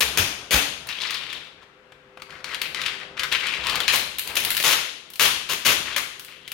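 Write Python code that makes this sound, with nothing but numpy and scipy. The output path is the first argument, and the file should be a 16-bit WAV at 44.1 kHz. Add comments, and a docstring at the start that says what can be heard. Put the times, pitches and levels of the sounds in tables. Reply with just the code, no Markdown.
"""A hand rubs dully on a flat plate, a thump and a short rip follow at once, over a faint fan.
Protective film is peeled by hand off the plate in a small live room, close to two microphones.
Glue lets go in rips (dense random slips) and single ticks (dispersed cracks); the loose sheet
rustles (clumped clicks through a resonance), snaps at its creases and thumps when it jerks.
Fingertips tap the plate (short noise bursts). The fan is coloured noise plus wavering tones."""
import sys
import numpy as np
from scipy import signal
from scipy.fft import rfft, irfft, next_fast_len
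from scipy.io import wavfile
from scipy.ndimage import uniform_filter1d, minimum_filter1d

SR = 44100
rng = np.random.default_rng(int(sys.argv[2]) if len(sys.argv) > 2 else 0)


def bounce(signal):
    """Save signal as a 16-bit WAV file at the path given by the first command-line argument."""
    frames = np.transpose(np.atleast_2d(signal))
    limited = np.clip(frames, -1, 1)
    pcm = np.round(limited * 32767).astype(np.int16)
    wavfile.write(sys.argv[1], SR, pcm)


N = 288007
TIME = np.arange(N) / SR

# All levels are relative, ahead of the mix gains; colours are relative spectral densities.
# fan wash: [f/Hz, density/dB]
AIR_COLOUR = [(30, -15), (140, -12.5), (300, -4), (500, -3), (740, -20), (1200, -5.5), (2600, -9),
              (5000, -24), (8000, -33.5), (16000, -41.5)]
AIR_DB = -56
# fan tones: [f/Hz, level/dB]
FAN_TONES = [(145.3, -67), (398.4, -59), (513, -57.5)]
# swell and fade of the fan tones: [t/s, gain/dB]
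HUM_SWELL = [(1.2, -11.5), (2.2, -2), (3.3, 3.5), (5, -13.5), (6.5, -8.5)]
# hand rubs and presses on the plate: [start t/s, length/s, level/dB]
RUBS = [(0, 0.23, -38), (0.206, 0.67, -50.5), (0.964, 0.39, -50.5), (2.28, 1.6, -48.5), (3.558, 0.26, -42),
        (3.885, 0.14, -44.5), (4.25, 0.23, -40.5), (5.692, 0.21, -46)]
# friction colour: [f/Hz, density/dB]
RUB_COLOUR = [(20, -35), (40, -6), (60, 1), (100, -10), (140, 2.5), (250, -8.5), (500, -2), (1000, -3),
              (1600, -3), (4000, -59)]
RUB_ATTACK_S, RUB_RISE_DB, RUB_RELEASE_S = 0.01, 4, 0.075
# sheet jerks and pushes on the plate: [t/s, level/dB, flap f/Hz, decay/s]
THUMPS = [(0.003, -36.5, 65.4, 0.037), (0.174, -24.5, 91.4, 0.015), (0.525, -15, 59, 0.0085),
          (3.564, -42, 63.3, 0.03)]
# plate ringing under a thump: [f/Hz, level re thump/dB, decay/s]
PLATE_MODES = [(181, -18, 0.018), (286.3, -21, 0.044)]
# runs of tiny glue slips: [t/s, length/s, level/dB, swell over the run/dB, plate share/dB]
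RIPS = [(0.006, 0.027, -18, -9.5, -16), (0.174, 0.017, -14, -12, -10.5), (0.508, 0.048, -15.5, 2.5, -10.5),
        (3.923, 0.024, -21, 8, -20), (4.367, 0.011, -18, -7, -18), (4.6, 0.0071, -23.5, -14, -12),
        (4.638, 0.102, -18, 0, -19.5), (5.1954, 0.064, -15, -5, -14), (5.49, 0.047, -24.5, 1, -11.5),
        (5.6498, 0.08, -18, -7, -11.5), (5.962, 0.027, -23.5, -8, -15.5)]
# slips heard from the film: [f/Hz, density/dB]
RIP_COLOUR = [(35, -57), (60, -42), (281, -20.5), (458, -4.5), (715, -6.5), (924, -4.5), (1660, -3),
              (2970, 1), (5210, -7), (6900, -8), (7570, -14.5), (11300, -10), (16000, -13.5)]
# the plate's answer to the slips: [f/Hz, density/dB]
PLATE_COLOUR = [(30, -15), (90, -19), (160, -3), (260, -11), (430, -0.5), (800, 0), (1600, -23.5),
                (4000, -74.5)]
# single glue spots pop under the taut film: [t/s, level/dB]
TICKS = [(0.8708, -20), (3.9584, -2.5), (4.185, -9), (4.1939, -7.5), (4.2744, -12.5), (4.355, -8),
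         (4.4022, -11), (4.438, -11.5), (4.4495, -3.5), (4.5046, -2.5), (4.5159, -8.5), (4.5491, -10.5),
         (4.568, -4.5), (4.5774, -6), (4.6266, -7), (5.1022, -23.5), (5.136, -21.5), (5.1574, -19.5),
         (6.1961, -18.5), (6.2477, -22.5)]
# hand moves the loose sheet, which rings higher when taut: [start t/s, length/s, level/dB, ring f/Hz]
FLEXES = [(0.88, 0.038, -26.5, 2600), (0.919, 0.072, -34.5, 2640), (0.999, 0.08, -29, 3340),
          (1.08, 0.11, -31, 2900), (1.196, .19, -36.5, 2690), (1.403, 0.076, -43.5, 2310),
          (1.611, 0.029, -44.5, 1370), (1.614, 0.016, -59, 3175), (2.292, 0.12, -41.5, 1630),
          (2.453, 0.1, -31, 1890), (2.612, 0.062, -31, 2480), (2.745, 0.15, -28.5, 2460),
          (2.892, 0.064, -35, 2250), (2.992, 0.04, -36, 2240), (3.167, 0.087, -30, 2220),
          (3.313, 0.052, -20.5, 2640), (3.397, .18, -26.5, 2240), (3.595, 0.18, -29, 2600),
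          (3.63, .19, -27, 880), (3.815, 0.13, -31, 2780), (4.146, 0.17, -41.5, 3000),
          (4.286, 0.61, -37, 2320), (5.854, 0.092, -29.5, 2540), (6.277, 0.071, -42.5, 2490),
          (6.354, 0.2, -49.5, 2660)]
# rustle colour: [f/Hz, density/dB]
RUSTLE_COLOUR = [(120, -31), (200, -15), (500, -7.5), (750, -19), (1040, -1.5), (2610, -2.5), (3970, -2),
                 (7970, -18), (9400, -20.5), (16000, -31)]
FLEX_ATTACK_S, FLEX_RISE_DB, FLEX_RELEASE_S = 0.0037, 1, 0.0043
# treble gain per octave of ring pitch above the slack sheet's
TAUT_DB_PER_OCTAVE, SLACK_HZ = 2.5, 2370
# creases of the loose sheet buckle: [t/s, level/dB, treble re body/dB]
SNAPS = [(0.889, -13.5, -26), (1.018, -12.5, -29), (1.107, -11, -18), (1.1451, -14, -22),
         (1.3285, -16.5, -23), (2.2199, -24, -20), (2.3048, -28, -44), (2.4427, -13, -32),
         (2.5453, -11, -26), (2.6162, -8.5, -12), (2.8158, -11.5, -24), (2.8616, -7, -31),
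         (2.7457, -11.5, -30), (3.1945, -7, -26), (3.2341, -7.5, -22), (3.3249, -5, -24),
         (3.4674, -8.5, -28), (3.6682, -8, -21), (3.6974, -8, -19), (3.7555, -7.5, -16),
         (3.8028, -5.5, -20), (3.8799, 7.5, -27), (3.9945, -10, -32), (6.4775, -20, -17), (6.5176, -16, -9)]
# colour of snaps, ticks and small creases: [f/Hz, density/dB]
SNAP_COLOUR = [(100, -18), (500, -30), (1000, -13), (1800, -5), (2900, -1), (4200, -3.5), (5500, -9),
               (8000, -9), (11000, -0.5), (16000, -1.5)]
# fingertips touch the plate: [t/s, level/dB]
TAPS = [(1.9207, -41.5), (2.173, -39), (2.199, -43), (2.2196, -34)]
# touch colour: [f/Hz, density/dB]
TAP_COLOUR = [(100, -3), (450, -11), (1150, 1), (2800, -4), (5000, -15), (15000, -34)]
# echoes off plate and table: [delay at left/s, relative gain]
ECHOES = [(.0011, 0.083), (.0029, 0.38)]
# room decay: [f/Hz, T60/s]
ROOM_T60 = [(100, 0.76), (500, 0.61), (1400, 0.61), (3700, 0.73), (9700, 0.57), (15000, 0.32)]
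# likeness of the room sound at the two microphones: [f/Hz, correlation]
LIKENESS = [(100, 0.98), (250, 0.95), (600, 0.3), (1400, 0), (4000, 0)]
# microphone balance: [f/Hz, left minus right/dB]
LEAN = [(60, 1.5), (92, 0.5), (140, 4), (210, 1), (330, 3), (500, 3.5), (770, 7), (1170, 8.5), (1790, 11.5),
        (2740, 13), (4190, 10.5), (6410, 10.5), (9810, -3.5), (15000, 8)]
RIGHT_LATE_S = 0.00002  # extra travel time to the right microphone
EDGE_HZ = 16000  # upper band limit


def amp(db):
    """Decibels to gain."""
    return 10 ** (np.asarray(db) / 20)


def evened(x):
    """Scales to rms 1."""
    return x / np.sqrt(np.mean(x ** 2) + 1e-20)


def read(points, hz):
    """Reads a table on a log-frequency axis."""
    f, value = np.transpose(points)
    return np.interp(np.log(hz + 1), np.log(f + 1), value)


def add(mix, s, sound):
    """Mixes a sound in at time s."""
    part = mix[max(round(s * SR), 0):][:len(sound)]
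    part += sound[:len(part)]


def coloured(x, colour, size=4096):
    """Causal minimum-phase filter of unit energy with the given spectrum."""
    log_gain = np.log(amp(read(colour, abs(np.fft.fftfreq(size, 1 / SR)))))
    spectrum = np.exp(np.conj(signal.hilbert(log_gain)))
    ring = np.fft.ifft(spectrum).real[:size // 2]
    return signal.oaconvolve(x, ring / np.linalg.norm(ring))[:N]


def brightened(x, treble_db, split_hz=6500):
    """Raises or lowers the treble above split_hz."""
    split_hz = min(split_hz, SR / 3)
    low = signal.butter(2, split_hz, "low", fs=SR, output="sos")
    high = signal.butter(2, split_hz, "high", fs=SR, output="sos")
    body = signal.sosfilt(np.vstack([low, low]), x)
    treble = signal.sosfilt(np.vstack([high, high]), x)
    return body + amp(treble_db) * treble


def wander(rate_hz):
    """Smooth random curve of rms 1, band-limited near rate_hz."""
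    size = next_fast_len(N)
    hz = np.fft.rfftfreq(size, 1 / SR)
    spectrum = rfft(rng.standard_normal(size)) * np.exp(-(hz / rate_hz) ** 2)
    return evened(irfft(spectrum, size)[:N])


def crackle(per_s, spread_db):
    """Random clicks, mostly small, a few large; rms 1."""
    size = amp(spread_db * np.minimum(rng.exponential(1, N), 4))
    sign = rng.choice([-1, 1], N)
    return evened(size * sign * (rng.random(N) < per_s / SR))


def stroke(length, attack_s, rise_db, release_s):
    """Envelope of one hand move: attack, slowly rising hold, release."""
    age = TIME[TIME < length + 6 * release_s]
    hold = amp(rise_db * (np.minimum(age / length, 1) - 1))
    release = np.exp(-np.maximum(age - length, 0) / release_s)
    return np.minimum(age / attack_s, 1) * hold * release


def resonate(x, hz, width_hz):
    """Resonance of gain 1 following the curve hz: shift down, smooth, shift back."""
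    turn = np.exp(2j * np.pi * np.cumsum(hz) / SR)
    r = np.exp(-np.pi * width_hz / SR)
    return 2 * (turn * signal.lfilter([1 - r], [1, -r], x / turn + 1e-18)).real


def pops(rows, crack_s, settle_s, settle_db, size=4096):
    """Each pop is one sharp dispersed crack with small crackles as the film settles."""
    t, hz, out = TIME[:size], np.fft.rfftfreq(size, 1 / SR), np.zeros(N)
    delay_s = crack_s / np.sqrt(1 + hz / 1000)  # bending waves carry the treble fastest
    crack = evened(irfft(np.exp(-2j * np.pi * np.cumsum(delay_s) * hz[1])))
    small = crackle(per_s=6000, spread_db=2.5)
    for s, db, treble_db in rows:
        settle = evened(np.roll(small, -round(s * SR))[:size] * np.exp(-t / settle_s))
        add(out, s, amp(db) * brightened(crack + amp(settle_db) * settle, treble_db))
    return coloured(out, SNAP_COLOUR)


def fan():
    """Steady wash of air: coloured noise."""
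    return amp(AIR_DB) * coloured(rng.standard_normal(N), AIR_COLOUR)


def hum(waver_hz=2.5, flutter_db=2):
    """Faint fan tones, wavering in pitch and level."""
    tones = np.zeros(N)
    for hz, db in FAN_TONES:
        phase = 2 * np.pi * np.cumsum(hz + waver_hz * wander(23)) / SR
        tones += amp(db + flutter_db * wander(13)) * evened(np.sin(phase))
    return tones * amp(np.interp(TIME, *np.transpose(HUM_SWELL)))


def rub(uneven_db=2, resting_db=-60):
    """Dull, uneven friction of hand and sheet on the plate, over a faint constant floor."""
    force = np.full(N, amp(resting_db))
    for s, length, db in RUBS:
        add(force, s, amp(db) * stroke(length, RUB_ATTACK_S, RUB_RISE_DB, RUB_RELEASE_S))
    uneven = amp(uneven_db * wander(38))
    return coloured(rng.standard_normal(N) * force * uneven, RUB_COLOUR)


def thumps(flap_lag_s=0.012):
    """The plate rings briefly; the sheet's low flap follows, swells and dies."""
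    t, out = TIME[:SR // 2], np.zeros(N)

    def swing(hz, decay_s):
        """Sine under an envelope that peaks at decay_s."""
        return t / decay_s * np.exp(1 - t / decay_s) * np.sin(2 * np.pi * hz * t)

    for s, db, hz, decay_s in THUMPS:
        for mode_hz, mode_db, mode_s in PLATE_MODES:
            add(out, s, amp(db + mode_db) * swing(mode_hz, mode_s))
        add(out, s + flap_lag_s, amp(db) * swing(hz, decay_s))
    return signal.sosfilt(signal.butter(3, 45, "high", fs=SR, output="sos"), out)


def rips(release_s=0.004, treble_db=0.0, snag_db=2.0, bite_db=-8, bite_s=0.0094):
    """The peel front jerks loose, races on in dense slips that also shake the plate, then stops."""
    slips = evened(crackle(per_s=6000, spread_db=4.0) * amp(snag_db * wander(150)))
    film, plate = np.zeros((2, N))
    for s, length, db, swell_db, plate_db in RIPS:
        t = TIME[TIME < length + 6 * release_s]
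        swell = amp(db + swell_db * (np.minimum(t / length, 1) - 0.5))
        force = swell * np.exp(-np.maximum(t - length, 0) / release_s)
        jerk = amp(bite_db) * np.exp(-t / bite_s) * rng.standard_normal(len(t))
        run = force * (jerk + evened(np.roll(slips, -round(s * SR))[:len(t)]))
        add(film, s, run)
        add(plate, s, amp(plate_db) * run)
    return coloured(brightened(film, treble_db), RIP_COLOUR) + coloured(plate, PLATE_COLOUR)


def glue_ticks(treble_db=-6):
    """Glue spots all pop with the same short crack."""
    rows = [(s, db, treble_db) for s, db in TICKS]
    return pops(rows, crack_s=0.0012, settle_s=0.0027, settle_db=-2)


def rustle(clump_db=2.5, surge_db=1, ring_db=13.5, ring_q=3.8, drift_octaves=0.23,
           crease_db=-1.0, crease_treble_db=-20):
    """Clumps of tiny buckles ring in the stretched sheet; small creases click at random."""
    clumps = amp(clump_db * wander(115) + surge_db * wander(25))
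    buckles = evened(crackle(per_s=2400, spread_db=3.0) * clumps)
    drift = 2 ** (drift_octaves * wander(47))
    sheet, effort = np.zeros((2, N))
    for s, length, db, ring_hz in FLEXES:
        force = amp(db) * stroke(length, FLEX_ATTACK_S, FLEX_RISE_DB, FLEX_RELEASE_S)
        now = (round(s * SR) + np.arange(len(force))) % N
        grains = force * buckles[now]
        ring = resonate(grains, ring_hz * drift[now], width_hz=ring_hz / ring_q)
        taut_db = TAUT_DB_PER_OCTAVE * np.log2(ring_hz / SLACK_HZ)
        add(sheet, s, brightened(grains + amp(ring_db) * ring, taut_db, split_hz=3960))
        add(effort, s, force)
    creases = brightened(crackle(per_s=75, spread_db=2) * effort, crease_treble_db)
    return coloured(sheet, RUSTLE_COLOUR) + amp(crease_db) * coloured(creases, SNAP_COLOUR)


def crease_snaps():
    """Creases buckle with a longer crack and louder settling than the glue ticks."""
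    return pops(SNAPS, crack_s=0.002668, settle_s=0.0075, settle_db=5)


def taps(decay_s=0.005):
    """A fingertip lands with a short, dull tick: decaying noise."""
    force = sum(amp(db) * (TIME >= s) * np.exp(-abs(TIME - s) / decay_s) for s, db in TAPS)
    return coloured(force * rng.standard_normal(N), TAP_COLOUR)


def near(x, echo_db):
    """Direct sound and first echoes; the echoes reach the right microphone a little later."""
    out = np.array([x, x])
    for delay_s, gain in ECHOES:
        echo = amp(echo_db) * gain * x
        add(out[0], delay_s, echo)
        add(out[1], delay_s + 0.00031, echo)
    return out


def diffuse(x, early_db=1, early_t60=0.12, size=256):
    """The room stores energy band by band and gives it back as a dying noise wash."""
    frames = dict(nperseg=size, noverlap=size * 3 // 4)
    hz, t, z = signal.stft(x, SR, **frames)
    age = t[t < 1]
    late = amp(-60 * age / read(ROOM_T60, hz)[:, None]) ** 2
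    fading = late + amp(early_db - 60 * age / early_t60) ** 2
    fading[:, :2] = 0  # the nearest wall is a few milliseconds away
    fading /= fading.sum(1).mean()
    power = signal.fftconvolve(abs(z) ** 2, fading, axes=1)[:, :len(t)]
    noise = signal.stft(rng.standard_normal((2, N)), SR, **frames)[2]
    same = np.clip(read(LIKENESS, hz), 0, 1)[:, None]
    noise[1] = same * noise[0] + np.sqrt(1 - same ** 2) * noise[1]
    wash = noise / noise.std() * np.sqrt(abs(power))
    return signal.istft(wash, SR, **frames)[1][:, :N]


def scene():
    """Mixes sources and room; the left microphone faces the film, the right is shaded."""
    peel = rips()
    handling = amp(-11) * rustle() + amp(-2.5) * rub()
    snaps = amp(-23) * crease_snaps() + amp(4) * taps()
    ticks = amp(-25.5) * glue_ticks()
    mix = near(peel + handling, echo_db=-22) + near(snaps, echo_db=-14) + near(ticks, echo_db=4.5)
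    mix += diffuse(peel + amp(-2.5) * handling + amp(-4) * snaps + amp(1) * ticks + fan())
    mix += hum() + amp(-1) * thumps()
    hz = np.fft.rfftfreq(N, 1 / SR)
    lean = amp(read(LEAN, hz))
    late = np.exp(-2j * np.pi * hz * RIGHT_LATE_S)
    balance = np.array([lean, late]) * np.sqrt(2 / (1 + lean ** 2))  # keeps the summed power
    return irfft(rfft(mix) * balance, N)


def record(dry, limit_db=-2, recover_db_per_s=500):
    """A quick limiter holds the peaks; then the low cut and the band limit."""
    peak_db = 20 * np.log10(-minimum_filter1d(-abs(dry).max(0), size=45) + 1e-9)
    fall_db = TIME * recover_db_per_s
    held_peak_db = np.maximum.accumulate(peak_db + fall_db) - fall_db
    over_db = np.maximum(held_peak_db - limit_db, 0)
    held = dry / amp(uniform_filter1d(over_db, size=45))
    held = signal.sosfilt(signal.butter(2, 38, "high", fs=SR, output="sos"), held)
    band = signal.firwin(401, EDGE_HZ, window=("kaiser", 8), fs=SR)
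    return signal.oaconvolve(held, band[None], "same")


dry = scene()
out = record(dry)
bounce(out)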